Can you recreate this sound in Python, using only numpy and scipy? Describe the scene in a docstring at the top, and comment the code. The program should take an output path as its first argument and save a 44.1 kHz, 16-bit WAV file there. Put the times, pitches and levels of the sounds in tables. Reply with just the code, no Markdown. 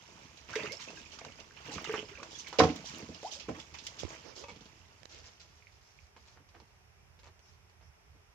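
"""Turtles dropping into a tub

Close by, outdoors, turtles scramble off wooden planks into a plastic tub of water. Two slip in with
light splashes; a third bangs down hard and sets plank and tub ringing. Bubbles glug, spray patters and
water slops. Midway a finger bumps and rubs the recorder. Then a big turtle drags its shell over the
wood, claws ticking, above a faint outdoor hush and a far bird."""
import sys
import numpy as np
from scipy import signal
from scipy.fft import rfft, irfft
from scipy.io import wavfile
from scipy.ndimage import map_coordinates

SR = 44100
rng = np.random.default_rng(int(sys.argv[2]) if len(sys.argv) > 2 else 0)


def store_pcm(level_fs):
    """Save levels as 16-bit WAV."""
    pcm = np.round(np.clip(level_fs, -1, 1) * 32767).astype(np.int16)
    wavfile.write(sys.argv[1], SR, np.atleast_2d(pcm).T)


N = 367794


def gain_of(db):
    """Turns decibels into a number to multiply by."""
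    return 10 ** (np.asarray(db) / 20)


def evened(x):
    """Scales a signal so that its average strength (rms) is 1."""
    return x / np.sqrt(np.mean(x ** 2) + 1e-20)


def peaked(sound):
    """Scales a sound so that the average of its channels peaks at 1."""
    return sound / abs(sound.mean(0)).max()


def dying(t, fade_s):
    """A fade that falls 60 dB in fade_s, which is what fade_s means in every table."""
    return np.exp(-np.log(1000) * t / fade_s)


def add(mix, start_s, sound):
    """Mixes a sound in at its start time."""
    part = mix[:, max(round(start_s * SR), 0):][:, :sound.shape[-1]]
    part += sound[..., :part.shape[1]]


def band(x, low_hz, high_hz, order=2):
    """Keeps the part of a sound between two pitches."""
    edges_hz = [low_hz, min(high_hz, SR / 2 - 1)]
    return signal.sosfilt(signal.butter(order, edges_hz, "band", fs=SR, output="sos"), x)


def value_at(points, hz):
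    """Reads between the rows of a (pitch_hz, value) table, with octaves evenly spaced."""
    pitch_hz, value = np.transpose(points)
    return np.interp(np.log(hz + 1), np.log(pitch_hz + 1), value)


def colour(x, points, share=1):
    """Turns each pitch up or down by a share of its level in a (pitch_hz, level_db) table."""
    hz = np.fft.rfftfreq(x.shape[-1], 1 / SR)
    return irfft(rfft(x) * gain_of(share * value_at(points, hz)), x.shape[-1])


def lean(x, points):
    """Leans each pitch to one side: half its decibels are added on the left, half taken off the right."""
    return colour(x, points, share=np.array([[.5], [-.5]]))


def follow(rows):
    """A volume curve through (time_s, level_db) points, silent before and after them."""
    time_s, db = np.transpose(rows)
    time_s = np.r_[time_s[0] - .04, time_s, time_s[-1] + .04]
    return gain_of(np.interp(np.arange(N) / SR, time_s, np.r_[-100, db, -100]))


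def swells(rows, rise_s, fade_s):
    """A volume curve in which each (start_s, length_s, level_db) row rises, holds and dies away."""
    volume, t = np.zeros((1, N)), np.arange(SR) / SR
    for start_s, length_s, db in rows:
        rise = np.minimum(t / rise_s, 1)
        add(volume, start_s, gain_of(db) * rise * dying(np.maximum(t - length_s, 0), fade_s))
    return volume[0]


def wander(step_s):
    """A smooth random drift that reaches a new value every step."""
    steps = np.arange(N) / SR / step_s
    return evened(map_coordinates(rng.standard_normal(int(steps[-1]) + 2), [steps]))


def grains(tone, low_hz, high_hz, per_s, cycles, spread_db, pitches=28):
    """A cloud of tiny rising pings of many sizes, each from its own place."""
    out, tries = np.zeros((2, N)), 1500
    for hz in np.geomspace(low_hz, high_hz, pitches):
        t = np.arange(int(4 * cycles / hz * SR)) / SR
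        age = t * hz / cycles
        ping = np.sqrt(hz) * np.exp(-1.5 * age) * np.sin(2 * np.pi * hz * t * (1 + 0.037 * age))
        chance, when, size, place = rng.random((tries, 4)).T
        sounding = chance < per_s * N / SR / pitches / tries
        strength = gain_of(spread_db * np.minimum(-np.log(size), 3.5)) * sounding
        left_at = (when * (N - SR // 500)).astype(int)
        right_at = left_at + (place * .0005 * SR).astype(int)  # up to half a millisecond later
        clicks = np.array([np.bincount(left_at, strength, N), np.bincount(right_at, strength, N)])
        out += signal.oaconvolve(clicks, ping[None], axes=1)[:, :N]
    out = colour(out, tone)
    return out / out.mean(0).std()


# The tone of the outdoor air: pitch_hz, level_db
HUSH_TONE = [(15, -39.5), (25, -15), (80, 1), (104, -5), (283, -27.5), (413, -18), (498, -24), (727, -19),
             (1630, -23), (2380, -22), (4190, -33.5), (5490, -25.5), (8450, -40.5), (13000, -39),
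             (15700, -66.5)]
# How alike its two sides are: pitch_hz, likeness (1 is the same, 0 unrelated, -1 opposite)
HUSH_LIKENESS = [(60, 0.99), (180, 0.49), (550, 0.29), (1650, -0.097), (4970, -0.4), (15000, -0.28)]
# Which side it leans to: pitch_hz, left_minus_right_db
HUSH_LEAN = [(60, -6), (200, -6), (380, 7.5), (700, -1.5), (2400, -3), (5500, -3.5), (7200, 1), (15000, 1)]
# The slow rise and fall of its rumble: time_s, level_db
RUMBLE_LEVEL = [(0, -1.5), (4.4, 0), (5.3, -1), (6.8, -1.5), (7.2, 3.5), (7.7, 0), (8.4, 0)]


def hush(level_db=-63, rumble_top_hz=160, swell_db=2.2):
    """Faint outdoor hiss, over a faraway rumble that comes and goes."""
    hz = np.fft.rfftfreq(N, 1 / SR)
    left, unrelated = rfft(rng.standard_normal((2, N)))
    likeness = np.clip(value_at(HUSH_LIKENESS, hz), -1, 1)
    right = likeness * left + np.sqrt(1 - likeness ** 2) * unrelated
    air = lean(colour(irfft(np.array([left, right]), N), HUSH_TONE), HUSH_LEAN)
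    rumble = irfft(rfft(air) * (hz < rumble_top_hz), N)
    swell = evened(gain_of(swell_db * wander(step_s=.1)))
    air = air - rumble + rumble * follow(RUMBLE_LEVEL) * swell
    return gain_of(level_db) * air / air.mean(0).std()


# How choppy the tub stays between strokes: time_s, level_db
CHOP = [(0, -59.5), (.45, -61.5), (.8, -55), (1.5, -62.5), (1.9, -58), (3.0, -56.5), (3.7, -61),
        (4.1, -54.5), (4.3, -62), (4.7, -64.5), (5.6, -73.5)]
# Turtles push through the water: start_s, length_s, level_db, extra_slop_db
STROKES = [(0.164, 0.081, -60, 2), (0.481, 0.035, -49.5, -1), (0.559, 0.12, -46.5, -1),
           (0.791, 0.025, -50, -7.5), (0.863, 0.049, -57.5, 3), (1.12, 0.025, -58.5, -1),
           (1.235, 0.065, -61.5, 7), (1.372, 0.037, -57, 1.5), (1.56, 0.08, -57, -17),
           (1.645, 0.18, -50.5, -2.5), (1.866, 0.13, -48.5, -1.5), (2.079, 0.017, -52, -8),
           (2.194, 0.07, -66, 11.5), (2.625, 0.075, -46, 12), (2.721, 0.13, -58, 2),
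           (2.891, 0.12, -55.5, 3.5), (3.478, 0.021, -51.5, 10.5), (3.54, 0.053, -53, -3),
           (3.735, 0.014, -48.5, -30), (4.09, 0.063, -53.5, -2.5), (4.508, 0.22, -69.5, 0.5)]
# Hissing flurries from scrambling feet: start_s, length_s, level_db
FLURRIES = [(.365, 0.0091, -55), (.722, 0.011, -49), (.8, 0.041, -51.5), (.95, 0.057, -57.5),
            (1.125, 0.022, -58.5), (1.71, 0.037, -48), (1.85, 0.15, -67), (2.3, 0.077, -54.5),
            (2.38, 0.023, -49), (2.845, 0.045, -48), (2.93, 0.062, -58.5), (3.21, 0.073, -53.5),
            (3.308, 0.04, -45.5), (3.59, 0.007, -51), (3.83, 0.04, -54.5), (3.985, 0.015, -44),
            (4.085, 0.012, -57.5), (4.35, 0.061, -52.5)]
# The tones of pattering spray, froth and slopping water: pitch_hz, level_db
PATTER_TONE = [(1800, -30), (3000, -8.5), (4200, -5), (5600, -1.5), (7000, -1.5), (10000, -8), (16000, -14)]
FROTH_TONE = [(500, -18), (900, 4.5), (1600, 0.5), (2600, 3), (3200, -0.5), (4500, -24.5)]
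SLOP_TONE = [(70, -12.5), (150, -2.5), (300, -2), (520, 1), (800, -2), (1300, -27.5)]


def paddling():
    """As the turtles paddle, spray fizzes, froth crackles, bubbles tinkle and big air pockets slop."""
    chop = follow(CHOP)
    push = swells([row[:3] for row in STROKES], rise_s=.01, fade_s=.13)
    heaves = [(start_s, length_s, db + slop_db) for start_s, length_s, db, slop_db in STROKES]
    heave = swells(heaves, rise_s=.01, fade_s=.13)
    flurry = swells(FLURRIES, rise_s=.011, fade_s=.14)
    # Volume curves: strokes also fling droplets, flurries also raise froth, and the chop feeds all three.
    patter = np.hypot(flurry + gain_of(-8.5) * push, gain_of(-4) * chop)
    froth = np.hypot(push + gain_of(-13.5) * flurry, gain_of(-1) * chop)
    slop = np.hypot(heave, gain_of(-3) * chop)
    tinkle_tone = [(1500, -4), (2700, 0), (7000, -3)]
    sparkle_tone = [(6000, -20), (10000, 0), (15000, 0)]
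    fizz = grains(PATTER_TONE, 2500, 14000, per_s=5000, cycles=7, spread_db=2.6)
    crackle = grains(FROTH_TONE, 800, 3600, per_s=2000, cycles=5, spread_db=3)
    tinkle = grains(tinkle_tone, 1500, 7000, per_s=130, cycles=12, spread_db=4)
    sparkle = grains(sparkle_tone, 9000, 15000, per_s=900, cycles=5, spread_db=3.5, pitches=8)
    pockets = grains(SLOP_TONE, 92, 1000, per_s=380, cycles=1.2, spread_db=4.2)
    return (patter * fizz
            + gain_of(-3.5) * froth * crackle
            + gain_of(-9) * np.sqrt(patter * froth) * tinkle
            + gain_of(-13) * push * sparkle
            + gain_of(-.5) * slop * pockets)


# Shells and feet slap the water: start_s, level_db, pitch_hz, fade_s, spray_vs_smack_db
SLAPS = [(0.495, -37.5, 1230, 1, -2), (0.531, -34, 1470, 0.087, 1), (0.5554, -24.5, 2040, 0.066, -1.5),
         (0.66, -32, 1300, 0.035, -5), (0.904, -36, 715, 0.06, 8.5), (1.188, -37.5, 1320, 0.059, 9),
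         (1.249, -34.5, 1050, 0.043, -1), (1.7816, -27, 1210, .035, -16), (1.843, -30, 2080, 0.08, 10),
         (1.85, -31.5, 1300, .025, -14), (1.895, -31, 1160, 0.059, -21), (1.9405, -23, 1260, 0.15, -12),
         (2.23, -28.5, 1100, 0.046, 2), (2.471, -33.5, 2300, 0.18, 5), (2.528, -29, 960, 0.2, -1),
         (2.591, -20.5, 2730, 0.088, -12), (2.76, -32.5, 1090, 0.093, 13), (3.231, -38.5, 750, 0.058, -9),
         (3.49, -33, 1110, 0.047, -3)]


def slaps():
    """A flat smack traps a pocket of air that rings briefly while droplets scatter."""
    out, t = np.zeros((2, N)), np.arange(SR // 5) / SR
    for start_s, db, hz, fade_s, spray_db in SLAPS:
        pocket = np.sin(2 * np.pi * hz * t) * dying(t, .012)
        noise = rng.standard_normal(len(t)) + 0.24 * rng.standard_normal((2, len(t)))
        smack = peaked(band(noise, hz * .5, hz * 1.54) * dying(t, fade_s))
        droplets = rng.standard_normal((2, len(t))) ** 3  # cubing makes the noise spiky
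        spray = peaked(band(droplets, 2200, 8000) * dying(t, fade_s))
        add(out, start_s, gain_of(db) * peaked(2.2 * pocket + smack + gain_of(spray_db) * spray))
    return out


# Single drops land: start_s, level_db, lowest_pitch_hz
DROPS = [(0.506, -42, 4000), (0.5503, -36, 7800), (0.7204, -30.5, 4960), (0.768, -46, 4500),
         (1.029, -48, 1800), (1.189, -48, 3000), (1.322, -44, 2500), (1.824, -34, 7000),
         (1.8424, -38, 5970), (1.926, -30, 7000), (2.4844, -34, 6500), (2.7584, -36, 6500),
         (2.983, -35, 9000), (3.8666, -28, 5000)]


def drops(fade_s=.028, top_hz=15800):
    """A drop lands with one crisp tick."""
    out, t = np.zeros((2, N)), np.arange(SR // 20) / SR
    for start_s, db, low_hz in DROPS:
        noise = rng.standard_normal(len(t)) + 0.62 * rng.standard_normal((2, len(t)))
        tick = band(noise, low_hz, min(2.4 * low_hz, top_hz)) * dying(t, fade_s)
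        add(out, start_s, gain_of(db) * peaked(tick))
    return out


def bubble(start_hz, climb, glide_s):
    """A bubble swells and rings, its pitch climbing as it nears the surface (or falling, if climb < 0)."""
    age = np.arange(int(2.4 * glide_s * SR)) / SR / glide_s
    tone = np.sin(2 * np.pi * np.cumsum(start_hz * (1 + climb * age)) / SR)
    swell = age * np.exp(-age / 0.18) * (1 - (age / age[-1]) ** 2)
    return tone * swell / swell.max()


# Single bubbles and drips: start_s, level_db, pitch_hz, climb (0.1 is 10% up after glide_s), glide_s
BUBBLES = [(0.537, -33, 1440, 0.21, 0.0095), (.56, -26, 440, 0.1, 0.017), (0.59, -38.5, 560, 0.23, 0.021),
           (0.628, -41.5, 447, -0.33, 0.087), (0.691, -45, 2040, 0.21, 0.062),
           (0.707, -42.5, 417, 0.98, 0.061), (0.727, -34, 4770, 0.35, 0.0069),
           (0.770, -40, 5340, 0.053, 0.0077), (0.885, -41, 2570, 0.061, 0.01),
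           (0.972, -46, 1630, 0.014, 0.013), (0.974, -48, 2560, -0.013, .01),
           (1.002, -52, 2580, -0.023, .007), (1.059, -46.5, 2440, 0.034, 0.009),
           (1.212, -46, 1980, 0.52, 0.0083), (1.213, -44, 740, -0.16, 0.018),
           (1.285, -49, 2100, 0.23, 0.0079), (1.186, -45, 1320, -0.16, 0.011),
           (1.509, -45.5, 1580, 0.077, 0.0045), (1.706, -47, 835, -0.03, 0.078),
           (1.893, -28.5, 425, 0.14, 0.022), (1.939, -24.5, 410, 0.089, 0.0067),
           (1.982, -37.5, 392, 0.11, 0.02), (2.054, -46.5, 5000, .05, 0.0051),
           (2.154, -45, 2500, 0.16, 0.0086), (2.174, -43.5, 2430, -0.11, .008),
           (2.029, -33, 460, -0.2, 0.0036), (2.112, -45.5, 385, 0.059, 0.06),
           (2.183, -49.5, 520, 0.1, 0.027), (2.194, -47, 930, 0.9, 0.029), (2.346, -47, 3280, 0.12, 0.027),
           (2.387, -41.5, 5920, 0.12, 0.025), (2.464, -44.5, 2220, 0.019, 0.016),
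           (2.588, -11.5, 483, 0.032, 0.021), (2.607, -18, 256.5, -0.15, 0.015),
           (2.694, -33, 252, 0.31, 0.034), (2.77, -45, 197, -0.083, 0.11), (3.231, -36.5, 516, .15, 0.0099),
           (3.245, -32, 652, 0.71, 0.039), (3.359, -53, 495, 0.49, 0.047),
           (5.624, -50.5, 2280, -0.035, 0.0043), (5.67, -46, 2220, 0.047, 0.0038),
           (5.989, -49, 2360, -0.014, 0.0037)]


def bubbles():
    """Lone bubbles each ring with one short, sliding note."""
    out = np.zeros((2, N))
    for start_s, db, hz, climb, glide_s in BUBBLES:
        add(out, start_s, gain_of(db) * bubble(hz, climb, glide_s))
    return out


# Runs of small bubbles: start_s, length_s, level_db, middle_pitch_hz, range_octaves
GURGLES = [(0.558, .12, -38.5, 1990, 0.82), (0.586, .03, -35.5, 2600, 0.22), (0.65, .018, -38, 2570, 0.21),
           (0.805, .27, -57, 2460, 0.86), (1.199, .12, -53, 1960, 1.16), (1.68, .09, -48, 2620, 0.18),
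           (1.857, .014, -34, 2740, .2), (1.861, .11, -37.5, 1890, 1.26), (1.965, .035, -31.5, 2930, 0.16),
           (2.086, .1, -51.5, 1900, 1.1)]


def gurgles(per_s=150, spread_db=9, cycles=14):
    """Air dragged under gurgles up and water trickles back, in bubbles of uneven size and spacing."""
    out = np.zeros((2, N))
    for start_s, length_s, db, middle_hz, octaves in GURGLES:
        run = rng.random((40, 3))[:round(length_s * per_s)]
        for k, (late, height, weakness) in enumerate(run):
            hz = middle_hz * 2 ** (octaves * (height - .5))
            blip = bubble(hz, climb=.07, glide_s=cycles / hz)
            add(out, start_s + (k + late) / per_s, gain_of(db - spread_db * weakness) * blip)
    return out


# Sheets of spray fly up: start_s, level_db, fade_s
SPLASHES = [(0.72, -34, 0.014), (1.119, -46, 0.11), (1.4, -44.5, 0.056), (2.5863, -23.5, 0.16),
            (2.593, -18.5, 0.052), (2.634, -27, 0.074), (2.690, -40.5, 0.27), (3.145, -40.5, 0.12),
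            (3.398, -38.5, 0.14), (3.741, -41, 0.08), (3.786, -39.5, 0.11), (3.867, -31, 0.073),
            (3.988, -43, 0.054)]


def splashes(squirt_db=-50, squirt_fade_s=.089):
    """Spray bursts out at once and thins away; a wet, rocking shell also squirts a little at each knock."""
    out, t = np.zeros((2, N)), np.arange(SR // 4) / SR
    squirts = [(start_s, squirt_db, squirt_fade_s) for start_s, *_ in rocking()]
    for start_s, db, fade_s in SPLASHES + squirts:
        droplets = rng.standard_normal((2, len(t))) * gain_of(1.5 * rng.standard_normal(len(t)))
        mist = gain_of(-2.5 + 0.6 * db) * band(droplets[::-1], 8100, 24000)  # more force, more mist
        sheet = band(droplets, 2400, 6000) + mist
        add(out, start_s, gain_of(db) * peaked(sheet * dying(t, fade_s)))
    return out


# Shells and waves knock on plank and tub: start_s, level_db, top_pitch_hz (higher is harder), fade_s
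KNOCKS = [(1.211, -42, 795, 0.075), (1.683, -37.5, 487, 0.4), (1.757, -34.5, 200, 0.054),
          (2.5875, -14, 604, 0.046), (2.5996, -4.5, 1250, 0.26), (2.605, -20.5, 143, .42),
          (2.636, -16.5, 960, 0.063), (2.649, -17.5, 400, 0.048), (2.690, -28.5, 230, 0.43),
          (3.4864, -27.5, 554, 0.13), (3.509, -41.5, 150, 0.5), (6.40, -51.5, 170, .08),
          (6.565, -51.5, 298, 0.05), (6.618, -53.5, 246, 0.04), (8.145, -58, 300, .12)]
# The notes that plank and tub ring with: pitch_hz, level_db, fade_s
TUB_NOTES = [(90, -13, .4), (172, -11, .45), (232, -7, .25), (258, -6, .3), (291, -1, .3), (312, -8, .2),
             (358, -9, .25), (464, 1, .35), (528, -3, .3), (673, -8, .15), (738, 0, .25), (786, -7, .15),
             (910, -11, .15), (1058, -2, .18), (1120, -5, .15), (1293, -8, .18)]


def knocks():
    """Each blow rings plank and tub; soft blows reach only the low notes, and water damps the ring."""
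    out, t = np.zeros((2, N)), np.arange(SR // 2) / SR
    ring = sum((-1) ** k * gain_of(db) * dying(t, fade_s) * np.sin(2 * np.pi * hz * t)
               for k, (hz, db, fade_s) in enumerate(TUB_NOTES))
    for start_s, db, top_hz, fade_s in KNOCKS + rocking():
        low_churn = band(rng.standard_normal(len(t)), 130, 1500)
        high_churn = band(rng.standard_normal((2, len(t))), 600, 2300)
        churn = (low_churn + 1.9 * high_churn) * dying(t, 0.17)
        blow = band((ring + 2.3 * churn) * dying(t, fade_s), 65, top_hz)
        add(out, start_s, gain_of(db) * peaked(blow))
    return out


# A shell rocks on the plank: start_s, first_level_db, knock_count, gap_s, fade_s
ROCKING = [(3.024, -36.5, 2, 0.064, 0.11), (4.514, -47, 4, .047, 0.052)]


def rocking(top_hz=220, loss_db=.2):
    """A rocking shell knocks a few times, each slightly weaker; gives rows like those of KNOCKS."""
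    return [(start_s + k * gap_s, db - k * loss_db, top_hz, fade_s)
            for start_s, db, count, gap_s, fade_s in ROCKING for k in range(round(count))]


# A finger bumps the recorder: start_s, level_db, pitch_hz, fade_s, click_vs_thud_db
BUMPS = [(4.034, -20, 500, 0.012, -11.5), (4.038, -30, 84.5, 0.12, -33), (4.0508, -24.5, 337, 0.026, -9),
         (4.078, -38.5, 457, .016, -29.5), (5.032, -35, 603, 0.0091, 5), (5.055, -31, 495, .009, 4)]
# It slides over the case: start_s, length_s, level_db
RUBS = [(4.24, 0.072, -47), (4.355, 0.072, -50), (5.1, 0.12, -59)]
# The tone of rubbing skin: pitch_hz, level_db
SKIN_TONE = [(60, -7), (200, -12), (420, 3), (700, -7.5), (1200, -13), (3000, -17.5), (6000, -13),
             (8000, -48.5)]


def finger(left_db=-28):
    """A finger bumps and rubs beside the right microphone opening; the left one barely hears it."""
    out, t = np.zeros((1, N)), np.arange(SR // 10) / SR
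    for start_s, db, hz, fade_s, click_db in BUMPS:
        click = band(rng.standard_normal(len(t)) * dying(t, 0.0084), 1170, 6400, order=6)
        thud = np.sin(2 * np.pi * hz * t) * dying(t, fade_s)
        add(out, start_s, gain_of(db) * peaked(thud[None] + gain_of(click_db) * peaked(click[None])))
    skin = evened(colour(rng.standard_normal(N), SKIN_TONE))
    out += swells(RUBS, rise_s=.016, fade_s=.13) * skin
    return out * gain_of([[left_db], [0]])


# Claws and shell rims catch on the wood: start_s, level_db, slip_count, slips_per_s, wood_vs_tick_db
SCRATCHES = [(4.439, -34.5, 3, 495, 10), (4.4835, -37.5, 7, 295, 5.5), (6.165, -49.5, 2, 127, -1.5),
             (6.276, -49, 3, 200, -3.5), (6.315, -52.5, 2, 97, -2.5), (6.49, -50.5, 2, 290, -7),
             (6.601, -42.5, 1, 100, 1), (7.191, -50.5, 3, 240, -8), (7.233, -48, 7, 130, -3.5),
             (6.707, -53, 1, 110, 0), (7.393, -51.5, 1, 105, -8), (7.698, -55.5, 1, 100, -9)]
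# The notes a scratched plank rings with: pitch_hz, level_db, fade_s
PLANK_NOTES = [(576, -5, .07), (953, 0, .055), (1170, -5, .04), (2270, -4, .035), (2570, -7, .025),
               (3270, -10, .025)]


def scratches():
    """Claws stick and slip in short, uneven runs; each slip ticks and rings the plank."""
    out, t = np.zeros((2, N)), np.arange(SR // 20) / SR
    wood = sum(gain_of(db) * dying(t, fade_s) * np.sin(2 * np.pi * hz * t)
               for hz, db, fade_s in PLANK_NOTES)
    tick_fade = dying(t, .006) + .07 * dying(t, .025)
    for start_s, db, slips, per_s, wood_db in SCRATCHES:
        for k in range(round(slips)):
            tick = peaked(band(rng.standard_normal((2, len(t))), 1400, 6500) * tick_fade)
            late_s = (k + 0.24 * rng.uniform(-1.8, 1) * (k > 0)) / per_s
            add(out, start_s + late_s, gain_of(db) * peaked(tick + gain_of(wood_db) * wood / wood.max()))
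    return out


# The big turtle shoves its shell over the wood: start_s, length_s, level_db
SHOVES = [(5.087, 0.11, -59), (5.225, 0.058, -59), (5.3, 0.77, -73), (5.395, 0.014, -59), (6.16, 0.19, -73),
          (6.47, 0.29, -80), (7.44, 0.1, -73.5), (6.225, 0.062, -74.5)]
# The tone of the grit under it: pitch_hz, level_db
GRIT_TONE = [(300, -7), (900, -8), (2200, 0.5), (3500, 0), (5300, 6.5), (7000, 2.5), (16000, -31)]


def shell_drag():
    """With each shove the shell grinds over grit in a cloud of tiny clicks."""
    grit = grains(GRIT_TONE, 480, 11800, per_s=1400, cycles=1.3, spread_db=2.2)
    return gain_of(1) * swells(SHOVES, rise_s=.015, fade_s=.12) * grit


# Thin calls of a far bird: start_s, level_db, length_s
BIRD_CALLS = [(5.824, -70.5, 0.12), (7.412, -68, 0.11), (7.812, -72, 0.093)]


def bird():
    """Distance smears each high call into a narrow hiss."""
    out = np.zeros((2, N))
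    for start_s, db, length_s in BIRD_CALLS:
        call = band(rng.standard_normal((2, int(length_s * SR))), 5050, 5940)
        add(out, start_s, gain_of(db) * evened(call) * signal.windows.tukey(call.shape[1], .5))
    return out


# Feet scuff dully over the plank: start_s, level_db, hold_s, fade_s
SCUFFS = [(6.163, -46, 0.0058, 0.076), (6.364, -48, 0.0096, 0.19), (6.546, -46, .005, 0.1),
          (6.601, -51, .004, 0.068), (7.234, -46, 0.06, 0.05), (7.81, -52, .01, 0.12)]


def scuffs():
    """A foot rubs briefly over dry wood, catching on the grain, and stops."""
    out, t = np.zeros((2, N)), np.arange(SR // 5) / SR
    wood_grain = gain_of(4 * wander(step_s=.002))
    for start_s, db, hold_s, fade_s in SCUFFS:
        noise = rng.standard_normal(len(t)) + 0.36 * rng.standard_normal((2, len(t)))
        catches = wood_grain[round(start_s * SR):][:len(t)]
        rub = band(noise, 160, 1740) * catches * dying(np.maximum(t - hold_s, 0), fade_s)
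        add(out, start_s, gain_of(db) * peaked(rub))
    return out


def with_echoes(x, fade_s, echo_db):
    """Tub walls, planter and house throw back a short scatter of echoes, its bass alike on both sides."""
    t = np.arange(SR // 2) / SR
    echoes = rng.standard_normal((3, len(t))) * (rng.random((3, len(t))) < .08)
    echoes = echoes * dying(t, fade_s) * (t > .003)
    tail = band(echoes[:2], 740, 13000) + band(echoes[2], 82, 620)
    return x + gain_of(echo_db) * signal.fftconvolve(x, tail / np.linalg.norm(tail[0]), axes=1)[:, :N]


# How tub and planks reach the two microphone openings: pitch_hz, left_minus_right_db
TUB_LEAN = [(60, -4.5), (300, -3.5), (700, -1), (1300, -3.5), (1750, -3.5), (2200, -12), (2900, -14),
            (4200, -6.5), (5400, -10.5), (6100, -10), (7100, 13.5), (9000, 3), (15000, 5.5)]
PLANK_LEAN = [(100, -6), (700, -4.5), (2300, -3.5), (3600, 0.5), (4600, -2.5), (6000, -8.5), (7300, 21.5),
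              (10000, -8)]
# How both openings dull the high pitches: pitch_hz, level_db
MICROPHONE_TONE = [(6500, -1.5), (7400, -9), (8200, -16), (9300, -23.5), (13000, -20.5), (16000, -14)]


def scene():
    """Water and wood reach the microphones from their own sides, joined by finger, hush and bird."""
    glugs = with_echoes(bubbles() + gurgles(), fade_s=.06, echo_db=-8)  # between the tub walls
    tub = with_echoes(paddling() + knocks() + slaps() + splashes() + drops() + glugs,
                      fade_s=.18, echo_db=-9.5)
    planks = with_echoes(scratches() + shell_drag() + scuffs(), fade_s=.15, echo_db=-5)
    turtles = colour(lean(tub, TUB_LEAN) + lean(planks, PLANK_LEAN), MICROPHONE_TONE)
    return turtles + finger() + hush() + bird()


def record(dry):
    """Cuts away the deepest rumble and the very highest hiss."""
    rumble_cut = signal.butter(4, 39, "high", fs=SR, output="sos")
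    hiss_cut = signal.firwin(511, 15800, window=("kaiser", 9), fs=SR)
    return signal.oaconvolve(signal.sosfilt(rumble_cut, dry), hiss_cut[None], "same")


dry = scene()
out = record(dry)
store_pcm(out)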